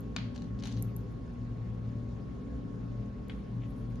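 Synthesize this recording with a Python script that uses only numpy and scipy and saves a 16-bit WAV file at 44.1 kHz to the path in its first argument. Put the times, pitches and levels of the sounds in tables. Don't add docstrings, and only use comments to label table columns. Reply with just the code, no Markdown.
import sys
import numpy as np
from scipy import signal
from scipy.io import wavfile

SR = 44100
rng = np.random.default_rng(int(sys.argv[2]) if len(sys.argv) > 2 else 0)


def pcm_store(signal):
    levels = np.round(np.clip(np.atleast_2d(signal), -1, 1) * 32767)
    wavfile.write(sys.argv[1], SR, levels.astype(np.int16).T)


N = 176400
T = np.arange(N) / SR


def from_db(db):
    return 10 ** (np.asarray(db) / 20)


def rms_one(x):
    return x / np.sqrt(np.mean(x ** 2) + 1e-20)


def unit_energy(x):
    return rms_one(x) / np.sqrt(x.shape[-1])


def at_hz(points, hz):
    pitches, values = np.transpose(points)
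    return np.interp(np.log(hz), np.log(pitches), values)


def pan(db):
    return from_db(np.array([[.5], [-.5]]) * db)


def band(x, low, high, order=2):
    sos = signal.butter(order, [low, min(high, .45 * SR)], "band", fs=SR, output="sos")
    return signal.sosfilt(sos, x + 1e-18)


def dull(x, cutoff_hz):
    return signal.lfilter(*signal.butter(2, cutoff_hz, fs=SR), x)


def drift(rate_hz):
    pole = np.exp(-200 * np.pi * rate_hz / SR)
    slow = signal.lfilter([1], [1, -2 * pole, pole * pole], rng.standard_normal(N // 100 + 2002))[2000:]
    return np.interp(np.arange(N) / 100, np.arange(len(slow)), rms_one(slow))


# pitch_hz, left_minus_right_db
LEFT_LEAN = [(60, -1.5), (150, 3.5), (370, 1.5), (910, 2), (2260, 1.5), (5610, 2.5), (13900, -2.5)]

def widen(mid, side, likeness, hz):
    likeness = np.clip(likeness, -.9, .995)
    spread = np.sqrt((1 - likeness) / (1 + likeness)) * np.array([[1], [-1]])
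    return (mid + spread * side) * pan(at_hz(LEFT_LEAN, hz))


# pitch_hz, relative_level_db
AIR_COLOUR = [(25, -37), (36, -22), (52, 2), (88, -14.5), (115, -3), (145, -0.5), (260, -4.5), (330, -10),
              (490, -13.5), (700, -23.5), (1100, -26), (2200, -35), (4300, -41), (6600, -46), (8200, -64),
              (10500, -54.5), (13000, -86.5)]
# pitch_hz, likeness
AIR_LIKENESS = [(50, 0.5), (130, 0.83), (260, 0.91), (500, 0.017), (1500, -0.02), (3500, 0.48),
                (6300, 0.36), (8100, -1.32), (11000, 1.5)]

def air(level_db=-46.5, flicker_db=1.58):
    out, edges = 0, 22 * 2 ** (np.arange(29) / 3)
    white = rng.standard_normal((2, 2, N + SR // 4))
    for k, (low, high) in enumerate(zip(edges, edges[1:])):
        mid, side = band(white[k % 2], low, high, order=3)[:, -N:]
        hz = np.sqrt(low * high)
        gain = from_db(at_hz(AIR_COLOUR, hz) + flicker_db * drift(18.4))
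        out = out + gain * widen(mid, side, at_hz(AIR_LIKENESS, hz), hz)
    return from_db(level_db) * rms_one(out)


def wavering(hz, waver_hz, rate_hz):
    return np.sqrt(2) * np.sin(2 * np.pi * np.cumsum(hz + waver_hz * drift(rate_hz)) / SR)


# time_s, relative_level_db
MOTOR_THROB = [(0.0, -40.5), (0.18, -54), (0.22, -32.5), (0.36, -51), (0.56, -37.5), (0.63, -44.5),
               (0.78, -32), (1.35, -51), (1.4, -39), (1.96, -37), (2.42, -49), (3.0, -36), (3.1, -46),
               (3.41, -51.5), (3.58, -32.5), (3.75, -47.5), (3.9, -34), (4.0, -46)]
# pitch_hz, level_db, width_hz, likeness
HUM_TONES = [(48.1, -51.5, 0.13, .9), (59.2, -47.5, 4.2, 1), (76.7, -54.5, 0.71, 0.99),
             (105.4, -50, 2.83, 0.96), (135.6, -56.5, 2.5, 0.98), (165.5, -53.5, 2.65, 0.74),
             (178.5, -52, 5.4, 1), (201.3, -50.5, 2.84, 0.93), (221.3, -58, 1.2, .8), (238.8, -50, 1.01, 1),
             (257.5, -58.5, 6.7, 1), (278.9, -54, 1.3, 0.3), (398.6, -64.5, 2.7, 1), (430.5, -64, 5, 0.5),
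             (498, -65, 2.1, 1), (582, -68, 1.8, 0.28), (698, -77.5, 3.5, 0.22), (775, -76.5, 5.8, 0.33),
             (1294, -94, 1, .3), (1516, -87, 1.6, 0.11), (1810, -87.5, 2.6, 0.043)]
# time_s, relative_level_db
UPPER_SWELL = [(0.0, 1), (.2, 2.5), (.55, 0), (.8, 5), (1.3, -1.5), (2.2, 0), (2.65, 3), (3.3, 0.5),
               (4, -1.5)]

def motor(swell_above_hz=190):
    throb_db = np.interp(T, *np.transpose(MOTOR_THROB)) - 1.5
    out = from_db(throb_db) * wavering(116.6, waver_hz=1.322, rate_hz=1.65) * pan(2.5)
    swell_db = np.interp(T, *np.transpose(UPPER_SWELL))
    swell_db = 0.96 * (swell_db - swell_db.mean())
    for hz, db, width, likeness in HUM_TONES:
        turn = 2 * np.pi * hz * T
        mid, side = (rms_one(drift(width) * np.cos(turn) + drift(width) * np.sin(turn)) for _ in "ms")
        out = out + from_db(db + swell_db * (hz > swell_above_hz)) * widen(mid, side, likeness, hz)
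    whine = from_db(-67.5) * wavering(1093.7, waver_hz=1.95, rate_hz=5.3) * pan(-8.5)
    return out + whine


def bump(peak_s=2.55, fade_s=0.037, pitch_hz=59.4, level_db=-32.5):
    swell = np.exp(-((T - peak_s) / fade_s) ** 2)
    return from_db(level_db) * swell * np.sin(2 * np.pi * pitch_hz * T)


def room_tail(noise, fade_s, onset_s=0.0017, wall_s=0.024, wall_db=5):
    t = T[:noise.shape[-1]]
    decay = np.exp(-np.log(1000) * t / fade_s) * (t > onset_s)
    walls = from_db(wall_db * np.exp(-((t - wall_s) / 0.0038) ** 2))
    return unit_energy(noise * decay * walls)


def room(x, echo_db):
    tail = room_tail(rng.standard_normal((2, SR // 2)), fade_s=0.59)
    return x + from_db(echo_db) * signal.fftconvolve(x, tail, axes=1)[:, :N]


# start_s, length_s, level_db, pitch_hz, width_octaves
RUB_STROKES = [(0.342, 0.036, -61, 3970, 1.4), (0.585, 0.028, -59, 3850, 1.3),
               (0.599, 0.13, -58, 2300, 1.66), (0.63, 0.041, -65, 5470, 0.57),
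               (0.714, 0.022, -61.5, 4960, 1), (0.762, 0.026, -66, 4900, 0.47),
               (0.77, .055, -80, 11500, .45), (1.103, .04, -83, 10800, .4), (3.36, 0.08, -74, 2800, 0.77),
               (3.452, 0.05, -68.5, 2400, 0.81), (3.294, .14, -85.5, 10500, .3),
               (3.589, 0.092, -65, 2400, 0.94), (3.646, 0.1, -81, 10400, .5),
               (3.733, 0.11, -79, 10300, 0.5), (3.896, 0.025, -81, 10800, 0.37)]

def rubs(slips_per_s=3500, spread_db=3.5):
    out = np.zeros((2, N))
    for start_s, length_s, db, hz, octaves in RUB_STROKES:
        slips = rng.random(N) < slips_per_s / SR
        sizes = from_db(spread_db * np.minimum(rng.exponential(1, N), 4))
        grains = slips * sizes * (rng.standard_normal(N) + .5 * rng.standard_normal((2, N)))
        stroke = np.sin(np.pi * np.clip((T - start_s) / length_s, 0, 1))
        edge = 2 ** (octaves / 2)
        out += from_db(db) * stroke * rms_one(band(grains, hz / edge, hz * edge, order=3))
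    return out * pan(3)


def weak_tones(tones):
    edges = np.geomspace(tones[0][0] * .85, tones[-1][0] * 1.1, 25)
    tone_hz, tone_db = np.transpose(sorted(map(tuple, tones)))
    colour = np.transpose([tone_hz, tone_db - 10 * np.log10(np.gradient(tone_hz) + 1)])
    white = rng.standard_normal((2, 3, N))
    return rms_one(sum(from_db(at_hz(colour, np.sqrt(low * high))) * band(white[k % 2], low, high)
                       for k, (low, high) in enumerate(zip(edges, edges[1:]))))


def taps(hits, tones, pan_db, left_lag_s, noise_db, echo_db, echo_s, echo_hz):
    out, t = np.zeros((2, N + SR)), T[:SR // 2]
    noise = np.tile(weak_tones(tones), 2)
    for start_s, db, cutoff_hz, ring_s in hits:
        span = slice(int(start_s * SR), int(start_s * SR) + len(t))
        ring = 0
        for k, (hz, tone_db) in enumerate(tones):
            strength = (-1) ** k * from_db(tone_db + rng.standard_normal((2, 1)))
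            ring = ring + strength * np.sin(2 * np.pi * hz * t)
        decay = np.exp(-np.minimum(np.log(1000) * t / ring_s, 20))
        hit = (rms_one(ring) + from_db(noise_db) * noise[2, span]) * decay
        hit = hit + from_db(-14) * np.roll(hit, int(.0013 * SR), axis=1)
        hit[0] = np.interp(t - left_lag_s, t, hit[0], left=0)
        tail = dull(room_tail(noise[:2, span], echo_s), echo_hz)
        hit = unit_energy(hit * pan(pan_db)) + from_db(echo_db) * tail
        hit = dull(hit, cutoff_hz)
        out[:, span] += from_db(db) * unit_energy(hit) * np.sqrt(SR * ring_s / np.log(1000))
    return out[:, :N]


# start_s, level_db, cutoff_hz, ring_s
CLINK_HITS = [(0.005, -54.5, 15900, 0.019), (0.8243, -35.5, 16300, 0.009), (0.9641, -43.5, 16100, 0.013),
              (3.2838, -59, 7000, 0.0056)]
# pitch_hz, relative_level_db
CLINK_TONES = [(5900, -18), (6800, -8), (8200, -38), (9520, -11.5), (10600, -7.5), (11400, -5.5),
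               (12150, 3), (12800, -6), (13650, -1), (14550, -14)]

def clinks():
    return taps(CLINK_HITS, CLINK_TONES, pan_db=4, left_lag_s=.000095, noise_db=2,
                echo_db=-10, echo_s=0.28, echo_hz=10500)


# start_s, level_db, cutoff_hz, ring_s
SNAP_HITS = [(3.2965, -45, 5500, 0.054)]
# pitch_hz, relative_level_db
SNAP_TONES = [(860, -9), (1150, -7), (1540, -3), (2153, 1), (2480, -3), (2972, -4), (3343, -1), (3950, -6),
              (4550, -11), (5500, -18), (6900, -16), (9800, -8)]

def snap():
    return taps(SNAP_HITS, SNAP_TONES, pan_db=5, left_lag_s=.00003, noise_db=-1,
                echo_db=-4.5, echo_s=0.4, echo_hz=13000)


# start_s, level_db, cutoff_hz, ring_s
TICK_HITS = [(0.3607, -49, 8050, 0.023), (0.3775, -50, 4940, 0.015), (0.4205, -50, 7000, 0.016),
             (0.6248, -49.5, 7000, 0.016), (0.6363, -42.5, 7000, 0.024), (0.6472, -54, 7500, .012),
             (0.6555, -40.5, 12000, 0.011), (0.6598, -50, 7500, 0.007), (0.672, -42, 13000, 0.0096),
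             (0.6755, -62, 8000, 0.0082), (0.7112, -55, 8000, 0.0079), (0.7160, -50, 8000, 0.0088),
             (0.7215, -57, 8000, .009), (0.7255, -62, 8000, 0.0077), (0.7338, -66, 8000, 0.0076),
             (0.767, -52.5, 7000, 0.01), (0.7725, -51, 7000, 0.012), (3.957, -56.5, 14000, 0.0088)]
# pitch_hz, relative_level_db
TICK_TONES = [(820, 3), (1250, -5.5), (1680, 1), (2450, -2.5), (2900, 4.5), (3620, 2.5), (4190, 6.5),
              (4600, 1.5), (5320, -7), (5870, 4), (6600, 2), (7900, -13), (10100, -2.5), (12000, -7.5)]

def ticks():
    return taps(TICK_HITS, TICK_TONES, pan_db=7, left_lag_s=.000015, noise_db=-1,
                echo_db=-6.5, echo_s=0.33, echo_hz=11000)


def table_boom(hits, pitch_hz=234.5, relative_db=-12, rise_s=0.011, fade_s=0.45):
    swell = 0
    for start_s, db, _, _ in hits:
        age = np.maximum(T - start_s, 0)
        swell = swell + from_db(db + relative_db - 60 * age / fade_s) * np.minimum(age / rise_s, 1)
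    return swell * rms_one(band(rng.standard_normal(N), pitch_hz / 1.21, pitch_hz * 1.21, order=3))


# start_s, level_db, cutoff_hz, ring_s
KNOCK_HITS = [(0.1632, -29, 10000, 0.022)]
# pitch_hz, relative_level_db
KNOCK_TONES = [(700, -8), (880, -6), (1060, -5), (1265, -4), (1480, -3), (1800, -3), (2400, 1),
               (2640, -0.5), (3330, 2), (3740, -4.5), (4260, 3), (4620, -3.5), (4870, -6), (5450, -8.5),
               (6300, -4), (6900, -8), (8100, -16.5), (10000, -14)]

def knock():
    click = taps(KNOCK_HITS, KNOCK_TONES, pan_db=5.5, left_lag_s=.00003, noise_db=-4.5,
                 echo_db=-1, echo_s=0.45, echo_hz=4400)
    return click + table_boom(KNOCK_HITS)


def scene():
    background = air() + motor() + bump()
    return background + room(rubs(), echo_db=-7) + clinks() + snap() + ticks() + knock()


def record(dry):
    stop_hz = 16500
    return signal.sosfilt(signal.cheby2(12, 60, stop_hz, fs=SR, output="sos"), dry)


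dry = scene()
out = record(dry)
pcm_store(out)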